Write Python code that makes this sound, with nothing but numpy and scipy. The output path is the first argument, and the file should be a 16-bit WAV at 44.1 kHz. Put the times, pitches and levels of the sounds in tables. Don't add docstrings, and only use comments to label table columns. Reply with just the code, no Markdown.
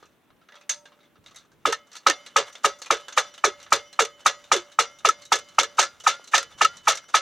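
import sys
import numpy as np
from scipy import signal
from scipy.fft import rfft, irfft, next_fast_len
from scipy.io import wavfile
from scipy.ndimage import uniform_filter1d, map_coordinates

SR = 44100
rng = np.random.default_rng(int(sys.argv[2]) if len(sys.argv) > 2 else 0)


def int16_out(signal):
    q = np.round(np.clip(np.atleast_2d(signal).T, -1, 1) * 32767)
    wavfile.write(sys.argv[1], SR, q.astype(np.int16))


def to_linear_factor(level_db):
    exponent = np.asarray(level_db, float) / 20
    return 10 ** exponent


N = 318133


def unit(x):
    return x / np.sqrt(np.mean(x ** 2) + 1e-20)


def at(points, t):
    return np.interp(t, *np.transpose(points))


def along(points, hz):
    f, v = np.transpose(points)
    return np.interp(np.log(hz + 1), np.log(f + 1), v)


def wobble(rate):
    return map_coordinates(rng.standard_normal(int(N * rate / SR) + 4), [np.arange(N) * rate / SR])


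def filtered(x, response):
    m = next_fast_len(N + SR // 2)
    return irfft(rfft(x, m) * response(np.fft.rfftfreq(m, 1 / SR)), m)[..., :N]


def spread(pair, alike):
    def turn(hz):
        return np.arccos(np.clip(along(alike, hz), -1, 1)) / 2

    mid, side = filtered(pair, lambda hz: np.array([np.cos(turn(hz)), np.sin(turn(hz))]))
    return np.array([mid + side, mid - side])


def add(track, s, sound):
    part = track[..., round(s * SR):][..., :sound.shape[-1]]
    part += sound[..., :part.shape[-1]]


def fade(t, rise, t60):
    return (1 - np.exp(-(t / rise) ** 2)) * to_linear_factor(-60 * t / t60)


def glide_phase(hz):
    return 2 * np.pi * np.cumsum(hz) / SR + rng.uniform(0, 2 * np.pi)


def ring(modes, t, rise, scatter_db, flutter_db):
    hz, db, t60 = np.transpose(modes)[:, :, None]
    luck = rng.standard_normal((4, len(modes), 1))
    flutter = flutter_db * np.sin(2 * np.pi * 9 * np.exp(.5 * luck[2]) * t + 3 * luck[3])
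    strength = to_linear_factor(db + scatter_db * luck[0] + flutter) * fade(t, rise, t60)
    return np.sum(strength * np.sin(2 * np.pi * hz * t + 3 * luck[1]), axis=0)


def swept(slips, modes, t):
    wall = np.zeros(len(t))
    for hz, db, t60 in modes:
        wall += to_linear_factor(db + 1.1 * rng.standard_normal() - 60 * t / t60) * np.sin(2 * np.pi * hz * t)
    voiced = signal.fftconvolve(slips, wall)[:len(t)]
    return voiced / np.abs(voiced).max()


# pitch_hz, level_db per Hz
FIELD_HUSH = [(60, -28), (110, -2), (320, -3), (500, -8.5), (1400, -14.5), (2400, -17.5), (3600, -21),
              (4600, -30), (9000, -30), (16300, -27.5)]
# pitch_hz, likeness 0-1
FIELD_LIKENESS = [(100, .4), (300, .6), (950, .8), (3800, .5), (15000, .1)]
# time_s, level_db
BREEZE_LEVEL = [(0, -78), (.6, -79), (1.2, -75), (1.6, -78), (2.2, -76), (3, -75), (3.6, -73.5), (4.3, -73),
                (4.7, -70), (5.2, -68.5), (5.7, -71.5), (6.1, -79), (6.4, -70.5), (6.8, -76), (7.2, -72)]
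# start_s, level_db
SLEEVE_PUFFS = [
    (.305, -60),
    (.73, -65),
    (1.18, -61),
    (1.27, -75),
]
# pitch_hz, likeness 0-1
PUFF_LIKENESS = [(30, .3), (150, .4)]


def field():
    z = signal.stft(rng.standard_normal((2, N)), nperseg=512)[2]
    patches = uniform_filter1d(uniform_filter1d(rng.standard_normal(z.shape[1:]), 6, 0), 14, 1)
    pair = signal.istft(z * to_linear_factor(1.2 * unit(patches)), nperseg=512)[1][:, :N]
    distant = filtered(pair, lambda f: to_linear_factor(along(FIELD_HUSH, f)) / (1 + (140 / (f + 1)) ** 4))
    hush = unit(spread(distant, FIELD_LIKENESS))
    puff = filtered(rng.standard_normal((2, N)), lambda f: (f / 110) / (1 + (f / 150) ** 3.4))
    level = to_linear_factor(at(BREEZE_LEVEL, np.arange(N) / SR) + 5.4 * wobble(4.8))
    t = np.arange(SR // 4) / SR
    jolts = [(s, 0.5 * table_db - 39) for s, _, _, table_db, _ in STROKES]
    for s, db in SLEEVE_PUFFS + jolts:
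        add(level, s, to_linear_factor(db) * fade(t, 0.0013, 0.25))
    return to_linear_factor(-64.5) * hush + level * unit(spread(puff, PUFF_LIKENESS))


# time_s, level_db
RUB_PRESSURE = [(0, -58.5), (.26, -71), (.68, -64.5), (1.65, -70), (1.95, -52), (2.1, -46.5), (3.2, -49.5),
                (3.5, -49.5), (5.3, -51), (5.6, -51), (5.9, -48), (7.2, -49)]


def rubbing():
    t, blows = np.arange(N) / SR, np.transpose(STROKES)[0]
    last_blow = blows[np.maximum(np.searchsorted(blows, t) - 1, 0)]
    since = np.where(t > blows[0], t - last_blow, 0)
    ease_db_per_s = 15
    return at(RUB_PRESSURE, t) - ease_db_per_s * since + 4 * wobble(25) + 0.96 * wobble(140)


# start_s, level_db, pitch_hz of the touched part, treble_db over the level
FINGERS = [(0.026, -42.5, 1243, -12), (0.055, -61, 2600, 9), (0.3038, -54, 1084, -28),
           (0.414, -53, 1340, -28), (0.487, -42, 1680, -15), (0.521, -45, 1950, -14),
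           (0.542, -43, 1720, -20), (0.5545, -44, 3300, -4.5), (0.561, -56, 955, -20),
           (0.575, -53, 940, -25), (0.611, -44, 2520, -7), (0.855, -39, 1610, -7),
           (0.9184, -48, 1070, -25.5), (0.99, -55, 1310, -11), (1.005, -54, 3780, -13),
           (1.03, -53, 2100, -9), (1.048, -55, 3480, -14), (1.1562, -52, 1260, -23), (1.24, -54, 1160, 0.5),
           (1.261, -39.5, 3790, -7), (1.273, -58, 3600, -14), (1.284, -49, 4240, -7),
           (1.31, -47.5, 1150, -3), (1.3455, -48, 2026, 4), (1.36, -42.5, 3800, 6.5),
           (1.372, -49, 4400, -12), (1.398, -61, 4280, -11), (1.41, -57, 3600, -15),
           (1.3855, -51, 3890, 3.5126), (1.4494, -57, 1400, -4), (1.5167, -55.5, 1570, 1.5)]
# start_s, level_db, pitch_hz, treble_db
CAP_TAP = [
    (0.6933, -15, 6420, 0.04),
]
# start_s, level_db, pitch_hz, treble_db
ROD_TICKS = [(1.8696, -58, 1166, 8), (1.9163, -40, 4360, -3), (1.9304, -41.5, 5540, -1),
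             (1.953, -33.5, 4150, -2), (1.9655, -34, 4500, 2), (2.2623, -30, 3990, -2.5),
             (2.526, -41, 6000, 4), (2.5526, -30.5, 3480, -10), (2.787, -54, 1250, 16),
             (2.818, -27, 4350, 1.5), (2.859, -31, 2450, -4.5), (3.083, -29, 1540, -1),
             (3.124, -27, 6440, -10), (3.34, -35.5, 3780, 0.5), (3.3788, -34, 3000, -5),
             (3.6, -38, 4040, -6), (3.628, -36.5, 2980, 0), (3.664, -39.5, 1720, -27),
             (3.928, -36.5, 4120, 0.5), (4.205, -44, 3020, 3.5), (4.44, -38.5, 3650, -3),
             (4.718, -38, 3830, -1), (4.986, -41, 3670, 3), (5.2187, -38.5, 4250, 2),
             (5.252, -43, 3860, 9.5), (5.443, -59, 5960, 5), (5.487, -45.5, 4100, 3),
             (5.546, -54, 5800, 4.5), (6.0005, -36, 2970, 4), (6.241, -45, 4100, 6),
             (6.274, -39.5, 4030, 6), (6.769, -42, 3960, 7)]
# start_s, level_db, treble_db over the level,
# tank_knock_db
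REBOUNDS = [(1.725, -9.5, -3.5, -9), (2.0984, -10, -2.5, -7), (2.3905, -24, -10, -19),
            (3.198, -28.5, 2, -35), (3.749, -39, -7, -40), (4.022, -30, 9, -28), (4.0503, -26.5, 0.5, -40),
            (4.563, -15.5, -4.5, -25), (5.0881, -13.5, 3, -6.5), (5.356, -23.5, 4, -36),
            (5.3883, -32.5, 6, -51), (5.6323, -14.5, -1, -25), (5.813, -25, -5, -20),
            (5.8281, -15, -1.5, -20), (6.079, -32, -3.5, -27), (6.099, -30, -8, -31),
            (6.379, -11, 0.5, -12), (6.428, -32, 4.5, -38), (6.6474, -10.5, -1, -11),
            (6.8985, -19.5, 5, -29), (6.907, -34, -14, -16.5), (6.954, -33.5, 9, -45),
            (6.973, -25.5, 1.5, -44), (7.177, -24, -2, -20)]
# start_s, level_db
LEAD_INS = [(2.633, -14), (3.162, -14.5), (3.702, -27), (4.247, -20), (5.302, -34), (5.767, -22.5),
            (6.035, -21.5), (6.312, -24), (6.574, -29.5), (6.593, -32), (6.829, -39), (6.846, -34.5),
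            (7.079, -31.5), (7.131, -26)]


def contacts():
    rows = [(s, db - 14.5, db, db + treble_db, .0006, 0.069) for s, db, treble_db, _ in REBOUNDS]
    rows += [(s, db - 3.5, db, db, 0.012, 0.16) for s, db in LEAD_INS]
    low_hz, middle_hz = 1400, 2600
    low_db_per_octave, middle_db_per_octave = 6.5, -1
    for ticks, t60 in ((FINGERS, 0.13), (CAP_TAP, 0.15), (ROD_TICKS, 0.12)):
        for s, db, hz, treble_db in ticks:
            low_db = db - low_db_per_octave * max(np.log2(hz / low_hz), 0)
            middle_db = db - middle_db_per_octave * max(np.log2(middle_hz / hz), 0)
            rows.append((s, low_db, middle_db, db + treble_db, .001, t60))
    return rows


# pitch_hz, width_hz, level_db
LANTERN_PEAKS = [(1305, 224, 1.5), (1720, 34, 14), (1950, 6, -11.5), (2333, 330, 1.5), (2818, 35, -5.5),
                 (3480, 48, 13.5), (3723, 105, -8.5), (4156, 28.6, 12), (4800, 9.2, -5), (5150, 340, -1),
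                 (5796, 63, -2.5), (6070, 140, 5), (6365, 36, -2), (6700, 30, -12), (7460, 38, -16),
                 (8120, 93, -9)]


def lantern_body(hz):
    response = .5
    for k, (centre, width, db) in enumerate(LANTERN_PEAKS):
        damped = 1j * hz * width
        response = response + (-1) ** k * 0.8 * to_linear_factor(0.48 * db) * damped / (centre ** 2 - hz ** 2 + damped)
    return response


# pitch_hz, level_db per Hz
RATTLE_COLOUR = [(200, -29), (300, -18.5), (500, 4.5), (660, 2.5), (1080, 1.5), (1270, 1), (1470, -3.5),
                 (2210, -5.5), (3580, -10), (4460, -11.5), (6320, -9), (15400, -37), (16300, -75)]
# rise_s, t60_s, treble_db, top_db, squeak_length_factor
SHAKES = [(.003, 0.21, -4.5, -3.5, 1.21), (.004, 0.11, -6.5, -6, 1.3), (.004, 0.14, -2.5, -7, 0.944),
          (.005, 0.095, -2, 0, 1.1), (.004, 0.13, -3, -3, 1.13), (.006, 0.069, -2.5, -2, 1.03),
          (.004, 0.11, -0.5, -3, 1.024), (.005, .12, -2, -2, 1.074), (.004, .13, 0.5, -5, 1.098),
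          (.005, 0.097, 0, -0.5, 1.004), (.004, 0.16, 1.5, -4.5, 1.043), (.005, .12, 0.5, -1, 1.034),
          (.005, 0.12, -1.5, -4, 1), (.005, 0.11, -0.5, -3, 0.932), (.005, .12, -0.5, -4.5, 1),
          (.007, 0.14, 1, -6, 1.2), (.007, .13, -2, -2.5, 1.3), (.007, 0.14, -2, -7, 1.2),
          (.007, 0.097, 0, -6, 1), (.007, 0.15, -2, -2, 1.1), (.007, 0.11, -1, -3, 0.91)]
LINGER = [
    [-28],
    [-29],
    [-33],
    [-38],
]
RUB = [
    [-12],
    [-10.5],
    [-19],
    [-14],
]


def rattle():
    drive, t = np.zeros((4, N)), np.arange(SR // 4) / SR
    lasting = np.array([[1.15], [1.02], [.95], [.72]])
    rises = np.array([[1.2], [.95], [1.15], [.9]])
    for (s, _, db, *_), (rise, t60, treble_db, top_db, _), (*_, low_db) in zip(STROKES, SHAKES, HOLDS):
        linger = to_linear_factor(LINGER) * fade(t, 0.035, 0.28 * lasting)
        registers_db = np.array([[low_db], [1.5], [treble_db], [top_db]])
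        add(drive, s + 0.000099, to_linear_factor(db + registers_db) * (fade(t, rise * rises, t60 * lasting) + linger))
        add(drive, s - .005, to_linear_factor(db - 32 + 1.8 * s) * fade(t, .003, .035 * lasting))
    for s, *levels_db, rise, t60 in contacts():
        registers_db = np.append(levels_db, levels_db[-1] - 0.5)[:, None]
        snap = to_linear_factor(3) * fade(t, rise, .012)
        add(drive, s - .0008, to_linear_factor(registers_db - 12) * (fade(t, rise, t60 * lasting) + snap))
    drive = np.hypot(drive, to_linear_factor(rubbing() + np.array(RUB)))

    chatter = to_linear_factor(.7 * wobble(180) + 2.2 * wobble(900))
    noise = rng.standard_normal((2, N)) * unit(chatter)

    def registers(f):
        low = 1 / (1 + (f / 2000) ** 6)
        high = 1 - 1 / (1 + (f / 5000) ** 8)
        top = 1 - 1 / (1 + (f / 8600) ** 10)
        return np.array([low, 1 - low - high, high - top, top])[:, None] * to_linear_factor(along(RATTLE_COLOUR, f))

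    sources = filtered(noise, registers)
    sources = sources / sources.std(axis=(1, 2))[[0, 1, 2, 2], None, None]
    out = np.zeros((2, N))
    for gain, source, spike_db in zip(drive, sources, (.6, 1.8, 1.9, 2.1)):
        out += gain * source * to_linear_factor(spike_db * wobble(350))
    return to_linear_factor(3.0) * filtered(out, lantern_body)


# pitch_ratio, level_db
CLOSE_NOTES = [(.93, -9), (1, 0), (1.045, -8), (1.11, -10)]


def touched_parts():
    out, t = np.zeros(N), np.arange(SR // 10) / SR
    for ticks, note_db in ((FINGERS + CAP_TAP, -7), (ROD_TICKS, -11)):
        for s, db, hz, treble_db in ticks:
            notes = [(hz * ratio, level, 0.11) for ratio, level in CLOSE_NOTES]
            note = ring(notes, t, rise=0.0028, scatter_db=0.5, flutter_db=-2.5)
            add(out, s, to_linear_factor(db + max(treble_db, 0) + note_db) * note)
    return out


# start_s, level_db
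KNUCKLES = [
    (0.028, -31),
    (.05, -41),
    (0.305, -49),
    (1.162, -56.5),
    (5.547, -46),
    (5.771, -49),
    (6.196, -34),
    (6.287, -49),
    (6.567, -48),
]


def knuckles():
    out, t = np.zeros(N), np.arange(SR // 4) / SR
    damped = [(hz, level, 0.04 * t60) for hz, level, t60 in TABLE_MODES + TANK_MODES]
    for s, db in KNUCKLES:
        add(out, s, to_linear_factor(db) * ring(damped, t, rise=0.00052, scatter_db=-2.0, flutter_db=-7.0))
    return out


# pitch_hz, level_db, t60_s
CAP_MODES = [(587, -25, 1.1), (926, -23, 0.5), (1319, -27, 0.5), (1588, -9, 0.1), (2120, -27, .3),
             (3483, -12, 0.17), (3740, -13, .13), (4188, -19, 0.19), (4667, -13, 0.18), (5130, -29, 0.3),
             (5701, -11, 0.19), (5846, -23, 0.33), (6126, -4, 0.11), (6288, 0, 0.19), (6944, -27, 0.36),
             (8156, -22, 0.31)]
# start_s, level_db
CAP_BRUSHES = [
    (.52, -62.5),
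    (0.552, -62),
]


def vent_cap():
    out, t = np.zeros(N), np.arange(SR * 3 // 4) / SR
    lowest = [(hz, 0, .6 * t60) for hz, _, t60 in CAP_MODES[:3]]
    for s, db in CAP_BRUSHES:
        add(out, s, to_linear_factor(db) * ring(lowest, t, rise=.004, scatter_db=1.5, flutter_db=2.5))
    for s, db, *_ in CAP_TAP:
        add(out, s, to_linear_factor(db - 11) * ring(CAP_MODES, t, rise=.003, scatter_db=.6, flutter_db=2.5))
    return out


# start_s, squeak_db, rattle_db, table_db, barrel_db
STROKES = [(1.654, -2, -23.5, -20.5, -25.5), (2.065, 0, -12, -21.5, -29), (2.361, -1.5, -16, -20.5, -40),
           (2.645, -1, -17.5, -21, -27.5), (2.905, -0.5, -17.5, -21, -27.5), (3.175, -1, -13, -30.5, -29),
           (3.44, 0.5, -15, -21.5, -28), (3.722, 0, -15, -22.5, -28.5), (3.991, 0, -17, -21.5, -28),
           (4.26, -0.5, -14, -29, -26.5), (4.516, 0, -17.5, -21.5, -28), (4.788, -0.5, -15.5, -25, -26.5),
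           (5.049, -0.5, -15, -24.5, -63), (5.319, -3.5, -14.5, -27, -35), (5.584, 0, -14.5, -24.5, -46),
           (5.785, -4.5, -14, -29, -25.5), (6.067, -0.5, -14, -37, -21.5), (6.338, -1.5, -13.5, -31, -26),
           (6.612, -1, -14, -28, -22.5), (6.874, -2, -13, -29, -29), (7.143, 0, -13, -34, -17)]
# time_s, time_constant_s, first_pitch_hz
GLIDE = [
    (1.601, 0.0051, 1752),
    (2.502, .0066, 1900),
    (3.2, 0.0053, 1836),
    (5.602, .0067, 1906),
    (5.796, .011, 2061),
    (6.301, 0.0105, 2158),
    (7.2, 0.0105, 2107),
]
# time_s, firmness 0-1
GRIP = [
    (5.7, 0),
    (5.75, 1),
]
# low_modes_db, upper_modes_db, ring_length_factor, low_rattle_db
HOLDS = [(-0.5, -5.5, 1, -4.5), (-2.5, -0.5, 1, -2), (-2, -9, 1, -1), (-1.5, -1.5, 1, 0), (-2, 0.5, 1, -3),
         (-0.5, 4, 1, -1), (-1, 4.5, 1, -1.5), (-1, 2.5, 1, -5), (-0.5, 1, 1, -2.5), (0.5, 1, 1, -2.5),
         (0.5, -1, 1, -3.5), (1.5, -6, 1, -4), (1.5, -3, .9, -5), (9, -8, 1, -3.5), (3.5, -3, 0.95, -4),
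         (10.5, -2, 1, -4.5), (3.5, 0, 1, -7), (6.5, 11.5, 0.87, -6.5), (4, 3.5, 1, -5), (6, 0, 1, -5),
         (3, 2.5, 0.87, -7)]
# pitch_hz, level_db, t60_s
TANK_MODES = [(560, -21.5, 0.032), (891, -5, 0.013), (1267.8, 0, 0.035), (1765, -10.5, 0.045),
              (2333, -11.5, 0.05)]


def tank_squeak():
    out, t = np.zeros(N), np.arange(SR // 10) / SR
    times, taus, firsts = np.transpose(GLIDE)
    for (s, db, *_), (*_, longer), (low_db, upper_db, ringing, _) in zip(STROKES, SHAKES, HOLDS):
        tau = longer * np.interp(s, times, taus) / 1.8
        end = 336.4 + 208 * at(GRIP, s)
        above = np.interp(s, times, firsts) - end
        cross = tau * np.log(above / (1260 - end))
        phase = glide_phase(end + above * np.exp(-t / tau))
        swell = t / cross / 1.15
        force = swell ** 2.2 * np.exp(-2.2 * (swell - 1)) + .35 * fade(t, cross * 1.5, 3.6 * tau)
        slips = force * (np.sin(phase) + 0.78 * np.sin(2 * phase + 3.5))
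        hold_db = (low_db, low_db, 0, upper_db, upper_db / 2)
        held = [(hz, level + more, ringing * t60) for (hz, level, t60), more in zip(TANK_MODES, hold_db)]
        add(out, s + 0.00064 - cross, to_linear_factor(db - 3.25) * (swept(slips, held, t) + to_linear_factor(-48) * slips))
    return out


# barrel_end_hz, lower_globe_note_db, upper_globe_note_db
TAILS = [(1285, -59, -64), (1280, -54, -58), (1290, -59, -62), (1290, -66, -67), (1290, -64, -57),
         (1290, -66, -57), (1280, -58, -63), (1280, -55, -58), (1260, -59, -57), (1260, -62, -66),
         (1290, -61, -60), (1360, -56, -64), (1330, -57, -59), (1340, -60, -59), (1290, -62, -61),
         (1400, -63, -67), (1410, -61, -62), (1395, -64, -55), (1400, -63, -55), (1340, -55, -60),
         (1330, -60, -60)]


def barrel():
    out, t = np.zeros(N), np.arange(SR // 3) / SR
    waver = to_linear_factor(2.5 * wobble(40))
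    start_hz, rise_s = 1262, 0.05
    for (s, *_, db), (end_hz, *_) in zip(STROKES, TAILS):
        hz = end_hz - (end_hz - start_hz) * np.exp(-(t / rise_s) ** 1.7)
        add(out, s + 0.003065, to_linear_factor(db) * fade(t, 0.0086, 0.26) * np.sin(glide_phase(hz)))
    return out * waver


# pitch_hz, level_db, t60_s
METAL_MODES = [(745, -5, 0.22), (905, -15, 0.3), (1230, -9, 0.17), (1700, -11, 0.35), (1986, -12, 0.3),
               (2293, -9, 0.21), (2730, -13, 0.3), (3887, -15, 0.35), (4183, -9, 0.32), (4544, -15, 0.22),
               (4807, -11, 0.4), (4931, -16, 0.4), (5841, -8, 0.5), (6164, -6, 0.18), (6300, -9, 0.28),
               (6944, -14, 0.5), (8010, -25, .25)]
# first_hz, second_hz, t60_s, level_db under the squeak
SQUEAK_PAIRS = [(582, 552, 0.68, -44), (3480, 3500, 0.28, -36)]
# first_hz, second_hz, t60_s, level_db over the level left after 0.14 s
GLOBE_PAIRS = [(2120, 2138, 0.5, 16), (3016, 3026, 1.2, 8.5)]


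def globe_and_frame():
    out, t = np.zeros(N), np.arange(SR // 2) / SR
    for (s, squeak_db, db, *_), (*_, lower_db, upper_db) in zip(STROKES, TAILS):
        add(out, s + .003, to_linear_factor(db - 23.5) * ring(METAL_MODES, t, rise=0.004, scatter_db=2.5, flutter_db=4.0))
        levels_db = (squeak_db - 8 * at(GRIP, s), squeak_db, lower_db, upper_db)
        pairs = []
        for base, (first, second, t60, level) in zip(levels_db, SQUEAK_PAIRS + GLOBE_PAIRS):
            pairs += [(first, base + level - .8, t60), (second, base + level - 11, t60)]
        add(out, s + 0.00305, ring(pairs, t, rise=0.0016, scatter_db=1.2, flutter_db=2.0))
    return out


# pitch_hz, level_db, t60_s
TABLE_MODES = [(278, -26, 0.025), (358, -0.5, 0.13), (421, 16, 0.032), (461.4, -0.5, 0.15), (554, 6, 0.13)]
# end_hz, glide_s, lasts_s, bare_slips_db
GROANS = [(392, 0.0171, 0.0362, -9), (276.1, 0.013, 0.06, -15), (413, 0.0102, 0.037, -10),
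          (404, 0.0066, 0.033, -19), (427, 0.00695, 0.031, -8), (468, 0.00656, 0.021, -1),
          (379, 0.0114, 0.038, -8), (430, 0.01056, 0.037, -13.5), (436, 0.0072, 0.041, -13.5),
          (520, 0.00774, 0.035, -18), (325, 0.021, 0.06, -0.5), (440, .01, 0.04, -11.5),
          (315, 0.019, 0.036, 6), (419, 0.0171, 0.037, -5), (429, 0.0197, 0.062, -3),
          (509, 0.0208, 0.049, -15), (528, .02, 0.068, -5), (479, .022, 0.12, -11),
          (552, 0.0186, 0.045, -15), (518, 0.0204, .045, 7), (508, 0.0198, 0.084, 5)]


def table_groan():
    out, t = np.zeros(N), np.arange(SR // 4) / SR
    stutter = to_linear_factor(3.5 * wobble(120))
    start_hz = 854
    for (s, _, _, db, _), (end_hz, glide_s, lasts_s, bare_db) in zip(STROKES, GROANS):
        phase = glide_phase(end_hz + (start_hz - end_hz) * np.exp(-t / glide_s))
        force = fade(t, 0.0031, 0.25) / (1 + np.exp(np.minimum((t - lasts_s) / 0.012, 50)))
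        force = force * np.roll(stutter, -round(s * SR))[:len(t)]
        smooth = uniform_filter1d(uniform_filter1d(rng.standard_normal(len(t)), size=30), size=30)
        scatter = unit(np.gradient(smooth))
        bare = to_linear_factor(bare_db) * force * fade(t, 0.0059, 0.37) * np.sin(phase)
        groan = swept(force * (np.sin(phase) + .45 * scatter), TABLE_MODES, t)
        add(out, s + 0.00365, to_linear_factor(db + 1.4) * (groan + bare))
    return out


def rebound_knocks():
    out, t = np.zeros(N), np.arange(SR // 10) / SR
    unloaded = [(hz * 1.025, level, 1.17 * t60) for hz, level, t60 in TANK_MODES[1:4]]
    for s, *_, db in REBOUNDS:
        add(out, s, to_linear_factor(db) * ring(unloaded, t, rise=0.0052, scatter_db=5.5, flutter_db=7.5))
    return out


# pitch_hz, likeness 0-1
LANTERN_LIKENESS = [(300, .93), (1200, .985), (3000, .95), (5600, .87), (9000, .5), (14000, .3)]


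def scene():
    solid = touched_parts() + knuckles() + vent_cap() + tank_squeak() + barrel()
    solid += globe_and_frame() + table_groan() + rebound_knocks()
    other_path = np.pad(solid, (37, 0))[:N]
    lantern = filtered(rattle() + [solid, other_path], lambda f: 1 / (1 + (190 / (f + 1)) ** 6))
    return spread(lantern, LANTERN_LIKENESS) * to_linear_factor([[-.4], [.4]]) + field()


def top_cut(x):
    return signal.sosfilt(signal.butter(12, 16460, fs=SR, output="sos"), x)


def record(dry):
    rounded = dry / (1 + np.abs(dry / .95) ** 8) ** (1 / 8)
    mix = filtered(rounded, lambda hz: hz < 16400)
    return top_cut(mix)


dry = scene()
out = record(dry)
int16_out(out)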